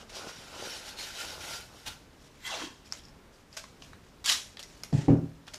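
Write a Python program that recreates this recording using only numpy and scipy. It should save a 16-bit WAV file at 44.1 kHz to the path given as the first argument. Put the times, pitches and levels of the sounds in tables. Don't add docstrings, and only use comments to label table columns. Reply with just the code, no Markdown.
import sys
import numpy as np
from scipy import signal
from scipy.fft import rfft, irfft, next_fast_len
from scipy.io import wavfile
from scipy.ndimage import uniform_filter1d, map_coordinates

SR = 44100
rng = np.random.default_rng(int(sys.argv[2]) if len(sys.argv) > 2 else 0)


def natural_amplitude(level_db):
    exponent = np.asarray(level_db, float) / 20
    return 10 ** exponent


def wrap_up_sound(samples):
    columns = np.atleast_2d(samples).T
    tamed = np.clip(columns, -1, 1)
    steps = np.round(tamed * 32767).astype(np.int16)
    wavfile.write(sys.argv[1], SR, steps)


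N = 246069
STEP = 8


def unit(x):
    return x / np.sqrt(np.mean(x ** 2) + 1e-20)


def along(points, hz):
    f, v = np.transpose(points)
    return np.interp(np.log(hz + 1), np.log(f + 1), v)


def smooth(coarse):
    return np.interp(np.arange(N), STEP * np.arange(len(coarse)), coarse)


def wobble(rate):
    knots = rng.standard_normal(int(N * 400 / SR))
    return smooth(map_coordinates(knots, [np.arange(0, N, STEP) * rate / SR]))


def swells(rows):
    t = np.arange(0, N, STEP) / SR
    power = 1e-12
    for s, db, rise, hold, fall in rows:
        before = np.maximum(s - t, 0) / rise
        after = np.maximum(t - s - hold, 0) / fall
        power = power + natural_amplitude(db - 20 * (before + after)) ** 2
    return smooth(np.sqrt(power))


def filtered(x, response):
    m = next_fast_len(len(x) + SR // 2)
    return irfft(rfft(x, m) * response(np.fft.rfftfreq(m, 1 / SR)), m)[:len(x)]


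def peak(f, hz, width):
    return 1j * f * width / (hz * hz - f * f + 1j * f * width)


def grains(per_second, spread_db, clump_db, patchy_db):
    slips = (rng.random(N) < per_second / SR) * rng.standard_normal(N)
    slips = slips * natural_amplitude(spread_db * rng.exponential(size=N) + clump_db * wobble(150))
    z = signal.stft(slips, nperseg=256)[2]
    field = uniform_filter1d(rng.standard_normal(z.shape), size=3, axis=0)
    field = uniform_filter1d(field, size=9, axis=1)
    return signal.istft(z * natural_amplitude(patchy_db * unit(field)), nperseg=256)[1][:N]


def body(x, spectrum, peaks=(), lift_db=0):
    def colour(f):
        standing = sum(natural_amplitude(lift_db + db) * abs(peak(f, hz, width)) for hz, width, db in peaks)
        return natural_amplitude(along(spectrum, f)) * (1 + standing)
    return unit(filtered(x, colour))


def gliding(x, hz, shapes, width):
    f, t, z = signal.stft(x, nperseg=1024, noverlap=896, fs=SR)
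    tone = hz[np.minimum((t * SR).astype(int), N - 1)]
    gain = sum(natural_amplitude(db) * abs(peak(f[:, None], k * tone, width * tone)) ** 2 for k, db in shapes)
    level = np.sqrt(np.mean(gain ** 2, axis=0))
    return unit(signal.istft(z * gain / level, nperseg=1024, noverlap=896)[1][:N])


def singing(x, rows, rise, fall, width):
    out = np.zeros(N)
    for s, db, hz, hold in rows:
        tone = unit(filtered(x, lambda f: peak(f, hz, width * hz) ** 2))
        out += swells([(s, db, rise, hold, fall)]) * tone
    return out


# full pressure in seconds, hiss in dB, rise, hold and fall in seconds.
STROKES = [(0.0, -53.5, .02, 0.0096, 0.082), (0.095, -49.5, 0.0046, 0.0078, .05),
           (0.16, -41.5, 0.061, 0, 0.19), (0.292, -44.5, 0.081, 0.0034, .06),
           (0.37, -50.5, 0.18, 0.00065, 0.37), (0.66, -42.5, 0.3, 0.11, 0.078),
           (0.89, -42.5, 0.15, 0.0038, 0.082), (0.99, -41.5, 0.043, 0.05, 0.15),
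           (1.07, -46, .06, 0.0078, .12), (1.2, -40, 0.16, 0.028, 0.19), (1.3, -46, .1, 0.043, .07),
           (1.41, -44.5, 0.044, 0.12, 0.17), (1.55, -42, 0.23, 0.0054, 0.12),
           (1.79, -55, 0.22, 0.00092, 0.3)]
# frequency in Hz, level in dB per Hz.
SKIN_SPECTRUM = [(530, -23.5), (900, -0.5), (1170, -24), (1410, -1), (1710, -3), (3020, -4), (5650, -4),
                 (8560, -13), (11500, -18), (15300, -37)]
# frequency in Hz, width in Hz, level in dB.
FOAM_RESONANCES = [(1435, 130, -5), (3040, 60, 1), (3800, 110, 0), (4860, 100, 0), (5550, 170, 0),
                   (6700, 200, -3), (7200, 60, -2)]
# time in seconds, level in dB, pitch in Hz, hold in seconds.
SQUEAKS = [(.16, -58, 4870, .03), (.2, -60, 1440, .1), (0.26, -53, 453, .03), (.32, -62, 5600, .07),
           (0.542, -52, 984, .03), (.64, -54, 4800, .012), (.65, -59, 1440, .08), (0.71, -55, 3040, 0.078),
           (.72, -55, 5400, .01), (0.897, -55, 4400, .02), (.985, -52, 4270, .065), (1.02, -55, 3840, .06),
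           (1.188, -51, 1400, 0.04), (1.21, -54, 3060, .04), (1.31, -60, 1460, .03),
           (1.428, -61, 5500, .05), (1.496, -52, 1410, 0.11), (1.506, -56, 5670, 0.038),
           (1.52, -56, 4840, .04)]
# frequency in Hz, level in dB per Hz.
BOARD_SPECTRUM = [(88, -52), (150, -10), (441, 2.5), (630, 3.5), (1110, -2), (1500, 0.5), (1950, -53),
                  (3300, -120)]
# time in seconds, rumble in dB, rise, hold and fall in seconds.
LEANS = [
    (0.03, -52, 0.19, 0.0055, 0.029),
    (0.16, -46.5, 0.11, 0.14, 0.042),
    (0.62, -46, 0.35, 0.011, 0.28),
    (0.96, -52.5, 0.63, 0.06, .2),
    (1.21, -49, 0.15, 0.11, 0.24),
    (1.44, -46, 0.17, 0.061, 0.21),
    (1.73, -55, 0.082, 0.0041, 0.23),
]
# time in seconds, peak in dB, pitch in Hz.
KNUCKLES = [
    (0.271, -30, 342),
    (0.498, -49, 300),
    (0.598, -37, 510),
    (0.6247, -29.5, 523),
    (0.651, -50, 415),
    (0.673, -30.5, 480),
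    (1.867, -49, 80.7),
    (1.883, -35, 86.1),
]


def rubbing():
    press = swells(STROKES)
    ridge_hz = np.maximum(4100 + 42 * (20 * np.log10(press) + 27), 2050)
    drag = grains(36000, spread_db=0.8, clump_db=0.6, patchy_db=1.6)
    ridges = gliding(drag, ridge_hz, [(0.88, 0)], width=0.91)
    hiss = body(drag, SKIN_SPECTRUM, FOAM_RESONANCES, lift_db=-4.0) + natural_amplitude(-14.5) * ridges

    air_gain = natural_amplitude(-29 + 7.5 * np.arange(N) / SR)
    air = air_gain * unit(filtered(drag, lambda f: abs(peak(f, 11100, 6000)) ** 2))
    squeaks = singing(drag, SQUEAKS, rise=0.03, fall=0.03, width=0.08)

    flexing = body(grains(2500, spread_db=-0.5, clump_db=1.5, patchy_db=1.0), BOARD_SPECTRUM)
    rumble = np.hypot(natural_amplitude(-16.5) * press, swells(LEANS)) * flexing
    out = natural_amplitude(-1.5) * (press * (hiss + air) + squeaks + rumble)

    t = np.arange(SR // 20) / SR
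    for s, db, hz in KNUCKLES:
        bump = natural_amplitude(db - 60 * t / 0.014) * np.sin(2 * np.pi * hz * t)
        out[round(s * SR):][:len(t)] += bump
    return out


# frequency in Hz, level in dB per Hz.
HUM_SPECTRUM = [(13, -66), (22, -0.5), (97, -7), (202, -7), (266, -7.5), (331, -12), (401, -10),
                (447, -12.5), (732, -17), (990, -16.5), (3890, -27.5), (6030, -31), (15300, -42.5)]
# frequency in Hz, level in dB per Hz.
RUMBLE_SPECTRUM = [(25, -32), (45, 2.5), (80, 7.5), (150, -1), (300, -36)]
# time in seconds, level in dB, rise, hold and fall in seconds.
SHIFTS = [
    (0.2, -68, .3, 0.44, 2),
    (1.6, -58, 2, 0, 0.34),
    (1.9, -54.5, 0.12, 0, 0.12),
    (2.65, -63.5, 0.88, 0.036, .2),
    (3.88, -57, 0.086, 0.025, 0.28),
    (4.22, -60, 0.18, 0.11, 0.38),
    (4.86, -60, 0.53, 0, .07),
    (5.2, -55, .05, 0.029, 0.43),
]


def hum():
    air = natural_amplitude(-56.5 + 0.9 * wobble(4.6)) * body(rng.standard_normal(N), HUM_SPECTRUM)
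    rumble = np.hypot(natural_amplitude(-70), swells(SHIFTS)) * body(rng.standard_normal(N), RUMBLE_SPECTRUM)
    return air + rumble


# time in seconds, level in dB, rise, hold and fall in seconds.
FLICKS = [
    (1.8615, -40.5, .0006, 0.0063, .04),
    (1.877, -36.5, 0.025, 0.0051, 0.023),
    (1.9, -47, .01, 0.013, 0.082),
]
# frequency in Hz, level in dB per Hz.
SWIPE_SPECTRUM = [(120, -28), (200, -6), (605, -13.5), (809, -1), (1120, -9), (1420, 0), (1730, -6.5),
                  (3920, -4), (15300, -23)]
# time in seconds, level in dB, rise and fall in seconds.
TOUCHES = [(1.98, -67, .03, 0.17), (2.271, -60, .25, 0.038), (2.41, -61.5, .25, .02),
           (2.73, -72.5, .02, 0.16), (2.86, -57, 0.025, 0.17), (2.93, -49.5, .005, 0.096),
           (2.99, -56, .05, .015), (3.055, -60, .04, .03), (3.089, -64, .05, .04),
           (3.341, -64, 0.039, 0.23), (3.555, -54.5, 0.075, 0.095), (3.572, -37.5, 0.0066, 0.038),
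           (3.6, -55.5, .01, 0.22), (3.83, -57, 0.054, 0.18), (4.04, -68, .07, 1), (4.41, -53, .01, 0.28),
           (4.595, -43, .002, 0.053), (4.633, -47.5, .006, 0.024), (4.694, -58.5, 0.099, 1),
           (4.839, -48, 0.0049, 0.038), (5.3, -85, .3, 0.046), (5.469, -56, .002, .15),
           (5.537, -43.5, .003, .03), (5.56, -49.5, 0.044, 0.052)]
# frequency in Hz, level in dB per Hz.
PAPER_SPECTRUM = [(350, -29), (600, 10.5), (842, -8), (1370, -1), (2140, 2.5), (2420, 4), (4220, 3.5),
                  (7070, 1), (9650, -8.5), (11100, -6.5), (15300, -24)]
# frequency in Hz, width in Hz, level in dB.
CREASE_RESONANCES = [(5400, 520, -4.5), (6800, 100, -11)]
# time in seconds, level in dB, rise, hold and fall in seconds.
SCUFFS = [
    (4.928, -48, .001, 0.091, 0.12),
    (5.086, -56.5, 0.0044, 0.016, 0.083),
]
# frequency in Hz, level in dB per Hz.
SCUFF_SPECTRUM = [(530, -19), (900, 6.5), (966, -8.5), (1750, -3), (1900, 2), (2040, -5), (7080, -8.5),
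                  (13100, -32), (15300, -46)]


def rustling():
    swipe = body(grains(17000, spread_db=-1.3, clump_db=0.5, patchy_db=1.9), SWIPE_SPECTRUM)
    shifting = grains(14000, spread_db=-5.0, clump_db=2.0, patchy_db=2.0)
    rustle = body(shifting, PAPER_SPECTRUM, CREASE_RESONANCES, lift_db=-3.0)
    scuff = body(grains(22000, spread_db=0.5, clump_db=-1.5, patchy_db=1.5), SCUFF_SPECTRUM)
    touch = swells([(s, db, rise, 0, fall) for s, db, rise, fall in TOUCHES])
    return touch * rustle + swells(FLICKS) * swipe + swells(SCUFFS) * scuff


# time in seconds, crackle in dB, rise, hold and fall in seconds.
PULL = [
    (2.47, -40.5, 0.05, 0.0084, 0.11),
    (2.51, -39, 0.047, 0.038, 0.21),
    (2.6, -41.5, 0.1, 0.051, 0.053),
]
# frequency in Hz, level in dB per Hz.
GLUE_SPECTRUM = [(410, -15), (700, -8.5), (942, -1.5), (1200, -9), (1520, -6.5), (2240, -13), (3340, -9.5),
                 (5960, -8), (11500, -25.5), (15300, -32)]
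# frequency in Hz, width in Hz, level in dB.
CORE_RESONANCES = [(1460, 94, -31), (2030, 70, 6), (2733, 38, 18.5), (3250, 170, 12.5), (3960, 35, 10)]
# multiple of its tone, level in dB.
STRIP_SHAPES = [(1, 0), (1.7, -10), (3.7, -5), (6, -10)]
# time in seconds, level in dB, rise, hold and fall in seconds.
SAG = (2.635, -46.5, 0.01, 0.0448, 0.01)
# time in seconds, level in dB, pitch in Hz, hold in seconds.
SQUEALS = [
    (2.458, -50, 3300, .025),
    (2.462, -51, 2050, .025),
    (2.488, -48, 1500, .006),
    (2.508, -48, 3450, .005),
    (2.526, -46, 2780, .01),
    (2.51, -49, 950, .02),
    (2.54, -50, 500, .008),
    (2.6, -53, 3250, .045),
    (2.64, -57, 950, .012),
]


def peeling():
    short_hz, long_hz = 2050, 279
    freed = np.clip((np.arange(N) / SR - 2.458) / 0.17, 0, 1)
    length = 1 + (short_hz / long_hz - 1) * freed ** 1.5
    octaves = np.log2(length)
    tone = short_hz / length * np.exp(0.04 * wobble(55))

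    slips = grains(26000, spread_db=1.17, clump_db=-0.1, patchy_db=2.0)
    crackle = body(slips, GLUE_SPECTRUM, CORE_RESONANCES, lift_db=-5.5)
    flutter = natural_amplitude(-2.5 - 2 * octaves) * gliding(slips, tone, STRIP_SHAPES, width=0.34)
    drone = gliding(slips, tone, [(0.99, 0)], width=0.17)
    pulled = swells(PULL) * (crackle + flutter + natural_amplitude(-13 - 3 * octaves) * drone)
    squeals = singing(slips, SQUEALS, rise=0.015, fall=0.016, width=0.13)
    return natural_amplitude(-1.3) * pulled + swells([SAG]) * drone + squeals


# time in seconds, peak in dB, ring in Hz.
JERKS = [
    (2.4915, -31, 1500),
    (2.5145, -30, 1000),
    (2.5245, -29, 900),
    (2.532, -34, 800),
    (2.543, -29, 700),
    (2.58, -32, 900),
    (2.6, -33, 1300),
    (2.6485, -32, 1000),
]
# time in seconds, peak in dB, ring in Hz.
TICKS = [(2.777, -47, 5184), (2.851, -46, 5000), (2.857, -42, 5050), (2.868, -42, 5200), (2.878, -46, 5100),
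         (2.889, -46, 5000), (2.915, -37, 5000), (2.951, -40, 4700), (2.974, -40, 3820),
         (2.9915, -38.5, 5280), (2.995, -39, 3500), (3.037, -45, 5200), (3.043, -48, 5200),
         (3.0516, -36, 5160), (3.0845, -42, 5150), (3.091, -48, 5170), (3.34, -46, 5170), (3.36, -48, 4530),
         (3.5278, -35, 5030), (3.6395, -34, 1100), (3.6405, -40, 2400), (3.8056, -44, 3390),
         (3.8222, -36, 5260), (3.9319, -36, 1150), (3.936, -42, 2300), (4.571, -31, 1960),
         (4.603, -40, 800), (4.628, -33, 4450), (4.634, -33, 2020), (4.835, -32, 1000), (4.835, -31, 2900)]
# time in seconds, peak in dB, ring in Hz, dull part in dB, air in dB.
SNAPS = [(2.9236, -25, 5400, -10, -20), (3.568, -29.5, 5550, -10, -19), (3.572, -26.5, 4700, -5.5, -27),
         (3.6396, -40.5, 3600, -0.5, -28), (3.822, -31.5, 2800, -10.5, -37), (3.9323, -42, 3580, -2, -30),
         (4.5706, -27.5, 3390, -14, -32), (4.5933, -34, 3360, -8, -19), (4.634, -34.5, 5750, -19, -28),
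         (4.8354, -26, 5040, -11, -13), (4.9282, -38, 4670, -12, -37), (5.0847, -44.5, 2530, 0, -38),
         (5.476, -48.5, 2930, 5.5, -22), (5.48, -36, 3000, -2.5, -18), (5.543, -29, 6040, -10.5, -28),
         (5.4845, -35.5, 2650, -7, -30)]
# time in seconds, peak in dB, ring in Hz, dull part in dB, air in dB.
CLICKS = [
    (4.243, -28, 4500, -12, -18),
    (4.259, -21, 3200, -15, -20),
    (4.2613, -16, 4800, -13, -16),
    (4.594, -33, 4500, -14, -15),
    (4.629, -28, 5500, -24, -20),
    (4.8475, -35, 6000, -16, -13),
]
# time in seconds, peak in dB, ring in Hz.
BREAKS = [(4.2671, -18, 3000), (4.2775, -19, 3300), (4.2852, -17, 4000), (4.2867, -15, 3900),
          (4.2897, -13, 3000), (4.2927, -17, 3300), (4.3015, -16, 4800), (4.3058, -15, 3900),
          (4.3112, -15, 3600), (4.317, -16, 3500), (4.3247, -14, 5300), (4.333, -20, 4000)]


def fingers():
    # dull part and air in dB where missing, then t60 in seconds and width as a share of the ring
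    rows = [(*row, 0.014, 0.47) for row in SNAPS]
    rows += [(*row, 0.003, 0.8) for row in CLICKS]
    rows += [(*row, -32, -34, 0.014, 0.22) for row in TICKS]
    rows += [(*row, -17, -20, 0.003, 0.8) for row in [*BREAKS, *JERKS]]
    out = np.zeros(N + SR)
    t = np.arange(SR // 10) / SR
    for s, db, hz, dull_db, air_db, t60, width in rows:
        def colour(f):
            ring = 1.23 * peak(f, hz, width * hz) ** 2
            dull = natural_amplitude(dull_db + 9) * peak(f, 1250, 1700) ** 2
            air = natural_amplitude(air_db + 6.0) * peak(f, 10100, 4050) ** 2
            return ring + dull + air
        burst = rng.standard_normal(len(t)) * natural_amplitude(-60 * t / t60) * (1 - np.exp(-t / 0.00027))
        blow = burst + 3 * (t == 0)
        out[round(s * SR):][:len(t)] += natural_amplitude(db + 3.5) * filtered(blow, colour)
    return filtered(out[:N], lambda f: 1 / np.sqrt(1 + (f / 11500) ** 8))


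# time in seconds, level in dB, pitch in Hz.
PINGS = [
    (2.9233, -11.5, 5300),
    (2.9349, -25, 6400),
    (4.5933, -26, 3300),
    (4.629, -25, 4700),
    (4.8352, -18, 5250),
]


def pings():
    out, t = np.zeros(N), np.arange(SR // 50) / SR
    for s, db, hz in PINGS:
        envelope = natural_amplitude(db - 60 * t / 0.005) * (1 - np.exp(-t / 0.0004))
        out[round(s * SR):][:len(t)] += envelope * np.sin(2 * np.pi * hz * t)
    return out


# time in seconds, level in dB, rise, hold and fall in seconds.
RIP = [
    (4.2435, -38, 0.00093, 0.011, 0.011),
    (4.26, -31, .0015, 0.0017, 0.047),
    (4.278, -26, 0.0085, .005, 0.038),
    (4.292, -24.5, 0.03, 0.03, 0.029),
    (4.345, -41.5, .02, 0.021, 0.062),
]
# frequency in Hz, level in dB per Hz.
FIBRE_SPECTRUM = [(180, -47), (300, -21), (500, -35), (599, -20), (1120, -10), (1500, -12.5), (1720, -8),
                  (2310, -8.5), (3840, -4.5), (11200, -19), (15300, -37)]
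# frequency in Hz, width in Hz, level in dB.
TAUT_RESONANCES = [(3390, 75, -3.5), (4000, 180, -13), (5520, 90, 1), (6960, 200, 2.5), (7550, 30, -14),
                   (11000, 81, -16), (11700, 53, -14)]
# time in seconds, level in dB, pitch in Hz, hold in seconds.
TWANGS = [
    (4.262, -37, 3200, .008),
    (4.282, -34, 6900, 0.011),
    (4.289, -29, 2900, .005),
    (4.31, -34, 5650, .006),
    (4.325, -33, 5700, .004),
    (4.272, -38, 1600, .012),
]


def tearing():
    rip = grains(26000, spread_db=1.2, clump_db=2.2, patchy_db=1.5)
    rush = swells(RIP) * body(rip, FIBRE_SPECTRUM, TAUT_RESONANCES, lift_db=0.5)
    twangs = singing(rip, TWANGS, rise=0.004, fall=0.008, width=0.16)
    started = np.arange(N) / SR > RIP[0][0] - 0.001
    return started * (rush + twangs)


# time in seconds, boom in dB, hold and fall in seconds.
LANDINGS = [
    (4.926, -20, 0.032, 0.016),
    (5.081, -18, 0.057, 0.072),
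]
# level in dB, fall in seconds.
SLAPS = [
    (-37.5, 0.17),
    (-24.5, 0.1),
]
# frequency in Hz, level in dB.
PANEL_MODES = [
    [(95, -9), (124, -4), (151, 2.5), (200, -9), (280, -13), (355, -22), (420, -25), (571, -30), (678, -33),
     (856, -34)],
    [(68, -20), (92, -10), (124, -3), (161, 2.5), (234, -8), (277, -1), (312, -20), (357, -13), (402, -19),
     (436, -19), (526, -21), (624, -24), (807, -28), (969, -35)],
]
IN_STEP_S = [
    .0238,
    .025,
]
# frequency in Hz, level in dB per Hz.
SLAP_SPECTRUM = [(180, -13), (300, -4), (486, -14), (801, -22.5), (1060, -33.5), (1290, -33), (1960, -42),
                 (3000, -48), (3900, -80), (6600, -120)]
# time in seconds, boom in dB, rise, hold and fall in seconds.
REBOUNDS = [
    (4.983, -26, 0.012, 0.0071, 0.029),
    (5.033, -39, .02, 0.0083, 0.03),
    (5.186, -25, .015, 0.0045, 0.018),
    (5.23, -31.5, 0.011, 0.013, 0.044),
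]
# time in seconds, peak in dB, pitch in Hz, t60 in seconds.
KNOCKS = [
    (4.926, -35, 390, 0.029),
    (4.929, -38, 690, .05),
    (5.083, -20, 506, 0.042),
    (5.0845, -23.5, 800, 0.045),
    (5.084, -37.5, 1100, .04),
    (5.086, -50, 2600, .03),
]


def thumps():
    ring_db, ring_fall = -20.5, 0.21
    out = np.zeros(N)
    landings = zip(LANDINGS, SLAPS, PANEL_MODES, IN_STEP_S)
    for (s, boom_db, hold, fall), (slap_db, slap_fall), modes, in_step in landings:
        t = np.arange(N) / SR - s
        since = np.maximum(t, 0)
        ring = np.zeros(N)
        for hz, db in modes:
            lag = np.pi / 2 * (hz > 190)
            phase = 2 * np.pi * hz * (t - in_step) - lag + hz / 900 * wobble(14)
            build = 1 - np.exp(-since * hz / 0.57)
            ring += natural_amplitude(db + 1.5 * wobble(28)) * np.cos(phase) * build
        ring = ring / np.std(ring[t > 0])
        slap = body(grains(15000, spread_db=0.0, clump_db=1.5, patchy_db=0.5), SLAP_SPECTRUM)

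        contact = 1 - np.exp(-since / 0.0014)
        rocking = [row for row in REBOUNDS if 0 < row[0] - s < 0.155]
        boom = swells([(s, boom_db, 1, hold, fall),
                       (s, boom_db + ring_db, 1, hold + fall, ring_fall)] + rocking)
        slap_gain = swells([(s, slap_db, 1, 0.03, slap_fall),
                            (s, slap_db + ring_db, 1, slap_fall, ring_fall)])
        out += contact * (boom * ring + slap_gain * slap)

    t = np.arange(SR // 10) / SR
    for s, db, hz, t60 in KNOCKS:
        out[round(s * SR):][:len(t)] += natural_amplitude(db - 60 * t / t60) * np.sin(2 * np.pi * hz * t)
    return out


# frequency in Hz, t60 in seconds.
SHOP_DECAY = [(100, 0.15), (600, 0.31), (3000, 0.28), (8000, 0.35), (15000, 0.3)]


def shop(x):
    hz, t, z = signal.stft(rng.standard_normal(SR // 2), SR, nperseg=256)
    decay = natural_amplitude(-60 * t / along(SHOP_DECAY, hz)[:, None])
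    tail = signal.istft(z * decay, SR, nperseg=256)[1]
    late = np.pad(x, (150, 0))
    return signal.fftconvolve(late, tail / np.linalg.norm(tail))[:N]


def scene():
    steady = rubbing() + peeling() + rustling()
    rip, snaps, low = tearing(), fingers(), thumps()
    bench = natural_amplitude(-14.5) * np.pad(snaps, (round(0.0117 * SR), 0))[:N]
    wet = natural_amplitude(-8.5) * shop(steady) + natural_amplitude(-3.5) * shop(rip)
    wet += natural_amplitude(-6.5) * shop(snaps) + natural_amplitude(-13.5) * shop(low)
    return (steady + rip + snaps + pings() + bench + low + wet + hum())[None]


def low_pass(x):
    return signal.sosfilt(signal.butter(12, 16370, fs=SR, output="sos"), x)


def record(dry):
    mix = filtered(dry[0], lambda hz: hz < 15400)[None]
    return low_pass(mix)


dry = scene()
out = record(dry)
wrap_up_sound(out)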